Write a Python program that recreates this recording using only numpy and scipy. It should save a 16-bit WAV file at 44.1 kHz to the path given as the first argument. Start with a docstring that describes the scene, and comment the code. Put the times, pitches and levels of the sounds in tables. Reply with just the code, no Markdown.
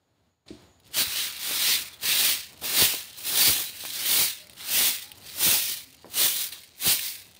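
"""A stiff stick broom sweeps brick steps outdoors, close to a mono microphone.
First the faint hum of the yard comes up and a footfall sets the step thudding. From about 1 s to 7 s
follow quick swishes, each a firm push with the tips trailing around it: hundreds of tips catch and slip
on the brick, and the riser reflects their sound. Pressed harder, the bundle rasps low and knocks on
the step. Single sticks tick between the strokes and after the last one."""
import sys
import numpy as np
from scipy import signal
from scipy.fft import rfft, irfft, next_fast_len
from scipy.io import wavfile

SR = 44100
rng = np.random.default_rng(int(sys.argv[2]) if len(sys.argv) > 2 else 0)


def output_pcm(signal):
    """Save a mono or channel-first signal as 16-bit PCM at the path in sys.argv[1].

    Samples are clipped to [-1, 1] before scaling.
    """
    pcm = np.clip(np.atleast_2d(signal).T, -1, 1) * 32767
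    wavfile.write(sys.argv[1], SR, np.round(pcm).astype(np.int16))


N = 325899
TIME = np.arange(N) / SR


def undb(db):
    """Amplitude ratio of a level in decibels."""
    return 10 ** (np.asarray(db) / 20)


def unit(x):
    """Normalisation to rms 1."""
    return x / np.sqrt(np.mean(x ** 2))


def colour(x, spectrum):
    """Minimum-phase filter through (f/Hz, level/dB) points, scaled to keep the power of white noise."""
    size = next_fast_len(N + 8192, real=True)
    size += size % 2
    hz, db = np.transpose(spectrum)
    freqs = np.maximum(np.fft.rfftfreq(size, 1 / SR), 1)
    gain = unit(undb(np.interp(np.log(freqs), np.log(hz), db)))
    cepstrum = irfft(np.log(gain))
    cepstrum[1:size // 2] *= 2  # folding the cepstrum makes the filter causal
    cepstrum[size // 2 + 1:] = 0
    return irfft(rfft(x, size) * np.exp(rfft(cepstrum)))[:N]


def resonate(x, hz, q):
    """Second-order resonance with quality factor q."""
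    return signal.lfilter(*signal.iirpeak(min(hz, .4 * SR), q, fs=SR), x)


def lowpass(x, hz, order=1):
    """Maximally flat attenuation of the treble above hz."""
    return signal.sosfilt(signal.butter(order, hz, fs=SR, output="sos"), x)


def walk(rate):
    """Random modulation of rms 1, interpolated between `rate` values a second."""
    knots = rng.standard_normal(N)
    return unit(np.interp(TIME * rate, np.arange(N), knots))


def decay(t, t60):
    """Exponential damping by 60 dB in t60 seconds."""
    return np.exp(-np.log(1000) * t / t60)


def burst(t60):
    """Half a second of exponentially damped white noise."""
    t = TIME[:SR // 2]
    return rng.standard_normal(len(t)) * decay(t, max(t60, .002))


def add(track, start_s, sound):
    """Superposition of a sound on a track."""
    start = int(start_s * SR)
    track[start:start + len(sound)] += sound[:N - start]


# Spectrum of the outdoor rumble: f/Hz, relative level/dB
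YARD_SPECTRUM = [(25, -24), (45, -12), (75, 4.5), (130, -0.5), (260, -4.5), (450, -7.5), (700, -8),
                 (1200, -14), (2500, -20), (4200, -17), (6000, -28.5), (15000, -32)]
# The background comes up just before the work starts: t/s, level/dB
YARD_ENVELOPE = [(0, -73), (.455, -77), (.465, -57), (.9, -59), (7.39, -60.5)]
# Faint far-off tones: t/s, duration/s, f/Hz, level/dB
DISTANT_TONES = [(4.315, 0.26, 593, -61.5), (4.997, 0.18, 833, -59), (5.776, 0.26, 267, -63.5)]


def yard():
    """Ambient noise: a wavering rumble, a narrow-band whine and far tones blurred by random modulation."""
    level_db = np.interp(TIME, *np.transpose(YARD_ENVELOPE))
    rumble = colour(rng.standard_normal(N), YARD_SPECTRUM) * undb(2.4 * walk(11))
    whine = unit(resonate(resonate(rng.standard_normal(N), hz=6840, q=14), hz=6840, q=14))
    whine *= undb(-14 + 3 * walk(16))
    out = (rumble + whine) * undb(level_db)
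    wobble, flutter = .04 * walk(150), undb(2.5 * walk(60))
    for start, length, hz, db in DISTANT_TONES:
        swell = np.sin(np.pi * np.clip((TIME - start) / length, 0, 1))
        phase = 2 * np.pi * np.cumsum(hz * (1 + wobble)) / SR
        out += undb(db) * swell * flutter * np.sin(phase)
    return out


def walls(x, t60, wet_db):
    """Reverberation: the brickwork around the steps scatters a short, dull tail."""
    tail = lowpass(burst(t60), hz=4500)
    tail *= np.minimum(TIME[:len(tail)] / 0.012, 1)
    return x + undb(wet_db) * signal.fftconvolve(x, tail / np.linalg.norm(tail))[:N]


# Modes of the hollow thud of the step: f/Hz, level/dB, T60/s
STEP_MODES = [(70, -45, 0.3), (117, -45.5, .3), (217, -36.5, 0.12), (298, -40, 0.33), (320, -31, 0.08),
              (358, -46, 0.5), (650, -54, 0.26)]


def footfall(scuff_s=.48, thud_s=.505):
    """Impact excitation: a soft shoe scuffs the grit, then sets the damped modes of the step ringing."""
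    thud, grit, t = np.zeros(N), np.zeros(N), TIME[:SR // 2]
    modes = sum(undb(db) * np.sin(2 * np.pi * hz * t) * decay(t, t60) for hz, db, t60 in STEP_MODES)
    add(thud, thud_s, modes * np.minimum(t / 0.0027, 1))
    add(grit, scuff_s, undb(-53) * burst(t60=0.62))
    add(grit, scuff_s + .005, undb(-45) * burst(t60=0.028))  # the heel lands with a tick
    return thud + colour(grit, STICK_SPECTRUM)


# Single sticks that flick or touch down: t/s, relative level/dB, T60/s
STICK_TICKS = [(0.622, -47, 0.02), (0.800, -43.5, 0.025), (0.863, -48, 0.033), (0.932, -40, 0.036),
               (2.566, -45, .015), (2.589, -46, 0.013), (2.614, -35, 0.04), (3.165, -41, .03),
               (3.852, -20.5, 0.04), (3.905, -16, 0.0078), (4.416, -36, .025), (4.497, -27, 0.017),
               (4.532, -33, 0.033), (5.117, -24.5, 0.026), (5.221, -37, 0.038), (6.522, -25, 0.11),
               (6.635, -34, 0.061), (6.993, -12.5, 0.025), (7.289, -39, 0.016)]


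def ticks():
    """Transient excitation: lone sticks snap against the brick and ring with the spectra of the swish."""
    snaps = np.zeros(N)
    for start, db, t60 in STICK_TICKS:
        add(snaps, start, undb(db) * burst(t60))
    return undb(-10.5) * colour(snaps, STICK_SPECTRUM) + undb(-10) * colour(snaps, TIP_SPECTRUM)


# Dull knocks of the bundle on the step: t/s, peak level/dB, resonance f/Hz, shudder T60/s
BUNDLE_KNOCKS = [(1.017, -36, 303, 0.074), (1.07, -39, 90, .06), (1.51, -32, 500, 0.063),
                 (1.744, -46, 130, 0.05), (2.381, -43, 600, 0.032), (2.619, -35, 704, 0.53),
                 (2.82, -25.5, 89, 0.12), (2.821, -21, 310, 0.044), (2.938, -26.5, 700, 0.0077),
                 (2.942, -30, 350, 0.017), (3.48, -26.5, 204, 0.12), (3.493, -27, 90, 0.024),
                 (3.838, -33, 600, .015), (3.851, -27, 895, 0.019), (4.213, -32.5, 158, 0.04),
                 (5.466, -29, 169, 0.1), (5.698, -40, 300, .08), (6.045, -32.5, 740, 0.03),
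                 (6.056, -38.5, 520, 0.24), (6.867, -27, 160, 0.058)]


def knocks():
    """Forced response: a blow and the shudder after it drive one heavily damped resonance."""
    out = np.zeros(N)
    for start, db, hz, t60 in BUNDLE_KNOCKS:
        force = 0.089 * burst(t60)
        force[0] += 1  # the blow itself
        ring = resonate(force, hz, q=0.64)
        ring = lowpass(ring, 1.4 * hz, order=2)  # the springy bundle rounds off the blow
        add(out, start, undb(db) * ring / np.abs(ring).max())
    return out


def stray_sticks(effort_db):
    """Free vibration: loose sticks spring off the brick, each with a crack and two brief partials."""
    out, t = np.zeros(N), TIME[:SR // 25]
    for when, softness, pitch, length in rng.random((420, 4)):
        hz = 2200 + 3300 * pitch
        fade = decay(t, t60=.005 + 0.018 * length)
        ring = np.sin(2 * np.pi * hz * t) + 0.63 * np.sin(2 * np.pi * 2.2 * hz * t)
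        crack = 1.8 * np.gradient(rng.standard_normal(len(t)))
        add(out, when * TIME[-1], undb(-15 * softness) * fade * (ring + crack))
    # they fade more slowly than the swish until the touch grows very light, then drop with it, so they stand
    # out as the broom lifts
    return out * undb(np.minimum(0.65 * effort_db - 24.5, effort_db - 12.5))


def riser_echo(x, effort_db, share, spread_ms):
    """Comb filtering: the direct sound interferes with its reflection from the riser."""
    # the path grows as the broom works away from the riser, and whenever it lifts
    lag_ms = 0.495 + 0.2007 * TIME - .1 * undb(effort_db)
    lag_ms += spread_ms * walk(25)  # the width of the broom blurs the treble of the echo
    return x + share * np.interp(TIME - lag_ms / 1000, TIME, lowpass(x, hz=7000))


def slips(rate, spread_db):
    """Shot noise of mean power 1: tips let go at random, `rate` times a second, with uneven strength."""
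    chance = np.clip(rate / SR, 1e-4, 1)
    released = rng.random(N) < chance
    sizes = unit(undb(spread_db * np.clip(rng.standard_normal(N), -2, 2)))
    signs = rng.choice([-1, 1], N)
    return released * sizes * signs / np.sqrt(chance)


# Spectrum of the whole bundle: f/Hz, relative level/dB
BUNDLE_SPECTRUM = [(30, -30), (70, -3.5), (130, 1), (280, 4.5), (500, 3.5), (900, 3.5), (1600, 2.5),
                   (3000, -52), (8000, -48)]


def bundle_rasp():
    """Roughness excitation: joints and pits in the brick jolt the whole bundle."""
    jolts = slips(3000, spread_db=2.5) * undb(1.85 * walk(110))
    return colour(jolts, BUNDLE_SPECTRUM)


def shifting_contact(x, depth, q):
    """Spectral modulation: different groups of sticks touch in turn, so narrow bands swell and sink."""
    return x + depth * sum(walk(16) * resonate(x, hz, q) for hz in np.geomspace(1500, 7000, 12))


def contact(full_s, hold, rise, fall, steep=1):
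    """Envelope of one touch: up 20 dB in `rise` seconds, held from full_s, down 20 dB in fall / steep."""
    attack = np.clip((full_s - TIME) / max(rise, .01), 0, 10) ** 1.39  # a quick bite that rounds off
    release = np.clip(steep * (TIME - full_s - hold) / max(fall, .01), 0, 10)
    return undb(-20 * (attack + release))


# Firm pushes; t marks full pressure, and the hiss and rasp envelopes are relative to that of the scrape:
# t/s, hold/s, rise/s, fall/s, scrape level/dB, hiss level/dB, rasp level/dB
FIRM_PUSHES = [(0.989, 0.03, 0.045, 0.058, -25.5, -0.5, -13), (1.202, 0.026, 0.15, 0.13, -29.5, -4.5, -43),
               (1.679, 0.044, 0.17, 0.11, -24, -4.5, -39), (2.09, 0.051, 0.064, .1, -25.5, -2.5, -22),
               (2.197, 0.11, 0.086, 0.14, -24.5, -0.5, -25.5), (2.809, 0.031, 0.12, .12, -21, 0.5, -14),
               (3.412, 0.071, 0.12, 0.16, -23.5, 2.5, -16), (4.119, 0.11, 0.12, 0.12, -26, 3, -15.5),
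               (4.778, 0.089, 0.13, 0.17, -25, 2.5, -16), (5.448, 0.088, 0.098, 0.19, -25.5, 4, -12.5),
               (6.207, 0.056, 0.08, 0.083, -24.5, 1.5, -15), (6.876, .045, 0.061, 0.087, -24.5, 2.5, -13)]
# The tips trail lightly around the pushes; the envelope of the low ring is also relative to the scrape:
# t/s, hold/s, rise/s, fall/s, scrape level/dB, hiss level/dB, rasp level/dB, ring level/dB
LIGHT_DRAGS = [(0.95, 0.32, 0.022, 0.19, -35, -2, -19.5, -9),
               (1.484, 0.27, 0.13, .18, -31, 0, -16.5, -10.5),
               (2.042, .28, 0.033, 0.12, -33.5, -0.5, -12.5, -9),
               (2.645, 0.29, 0.031, 0.22, -34, 1, -13.5, -14), (3.18, .08, .03, .1, -44.5, 2, -14, -22),
               (3.273, 0.34, 0.047, 0.13, -33.5, 3, -12.5, -14.5),
               (3.846, 0.072, 0.2, .2, -38, -0.5, -23, -16), (3.977, 0.26, 0.078, .19, -33, -0.5, -19, -13),
               (4.61, 0.33, 0.06, 0.16, -40.5, -8, -16, -8.5), (5.268, .15, 0.11, .2, -47, -3, -18, -14),
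               (5.574, 0.14, 0.05, 0.15, -35, 3.5, -26, -17),
               (6.168, 0.26, 0.042, 0.12, -33.5, 3, -22, -15),
               (6.525, .05, 0.034, 0.19, -46, -5, -13.5, -23),
               (6.829, 0.25, 0.048, 0.2, -36.5, 1.5, -26, -18.5)]


def strokes(hiss_lag_s=0.009, bundle_lead_s=0.006):
    """Incoherent addition: pushes and drags sum in power to envelopes of scrape, hiss, rasp and ring."""
    rustle = undb(-60) * contact(0.874, hold=TIME[-1], rise=0.057, fall=.1)  # the broom is never still
    scrape, hiss, rasp, ring = rustle ** 2, (undb(-11) * rustle) ** 2, 0, 0
    pushes = [(*push, -32) for push in FIRM_PUSHES]  # ring level/dB: pressed sticks hardly ring low
    for full_s, hold, rise, fall, db, hiss_db, rasp_db, ring_db in pushes + LIGHT_DRAGS:
        tip_hold = hold + hiss_lag_s  # the tips whip on just after the stroke ends
        bundle_hold = hold - bundle_lead_s  # the stiff bundle leaves the step first
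        scrape += (undb(db) * contact(full_s, hold, rise, fall)) ** 2
        hiss += (undb(db + hiss_db) * contact(full_s, tip_hold, rise, fall, steep=1.34)) ** 2
        rasp += (undb(db + rasp_db) * contact(full_s, bundle_hold, rise, fall, steep=1.92)) ** 2
        ring += (undb(db + ring_db) * contact(full_s, bundle_hold, rise, fall, steep=0.75)) ** 2
    return np.sqrt([scrape, hiss, rasp, ring])


# Spectrum of the scraping sticks: f/Hz, relative level/dB
STICK_SPECTRUM = [(300, -38), (800, -34.5), (1300, -24), (1750, -7), (2200, -4.5), (3000, -1.5),
                  (3900, 1.5), (4500, -0.26), (5300, -4.5), (7000, -10.5), (9000, -7), (15000, -67)]
# Spectrum of their hissing tips: f/Hz, relative level/dB
TIP_SPECTRUM = [(3000, -21), (6000, -6), (7700, -8.5), (9200, -2), (10500, -5), (12200, -5.5), (13700, -2),
                (15400, 0.5)]


def sweep():
    """Stick-slip friction of the tips: sparse crackle on a light touch, a dense swish in mid-stroke."""
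    scrape, hiss, rasp, ring = strokes()
    effort_db = 20 * np.log10(scrape) + 22  # about 0 in a full stroke
    slips_per_s = 24000 * undb(.8 * effort_db)
    # sticks catch and let go in clumps: the fewer of them touch, the more the sound flutters
    flutter_db = np.clip(.6 - 0.036 * effort_db, .3, 4)
    clumps = undb(flutter_db * (walk(120) + .5 * walk(30)))
    catches = slips(slips_per_s, spread_db=-1.0) * clumps
    sticks = shifting_contact(colour(catches, STICK_SPECTRUM), depth=0.33, q=14.5) * undb(-1.04) * scrape
    woodiness = 0.24 - 0.045 * TIME  # the scrape starts woody and thins as the work goes on
    sticks += woodiness * resonate(sticks, hz=2670, q=3.3)
    tip_catches = slips(1.1 * slips_per_s, spread_db=2.0) * clumps
    tips = colour(tip_catches, TIP_SPECTRUM) * undb(4) * hiss
    flexes = slips(slips_per_s, spread_db=5.5)  # bending sticks give the low ring
    bending = unit(resonate(resonate(flexes, hz=1470, q=1.06), hz=1470, q=1.06)) * undb(-3) * ring
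    bundle = bundle_rasp() * rasp
    swish = riser_echo(sticks + tips + bending, effort_db, share=0.14, spread_ms=0.062)
    return swish + bundle + stray_sticks(effort_db)


def scene():
    """Superposition at one microphone, alike in both channels."""
    mono = walls(sweep() + knocks() + ticks() + footfall(), t60=0.17, wet_db=-17.5) + yard()
    return np.array([mono, mono])


def record(dry):
    """Band limiting: the small microphone loses the deep bass; the recorder cuts the top steeply."""
    bass_cut = signal.butter(3, 52, "highpass", fs=SR, output="sos")
    treble_cut = signal.ellip(12, .1, 80, 15600, fs=SR, output="sos")
    return signal.sosfilt(treble_cut, signal.sosfilt(bass_cut, dry))


dry = scene()
out = record(dry)
output_pcm(out)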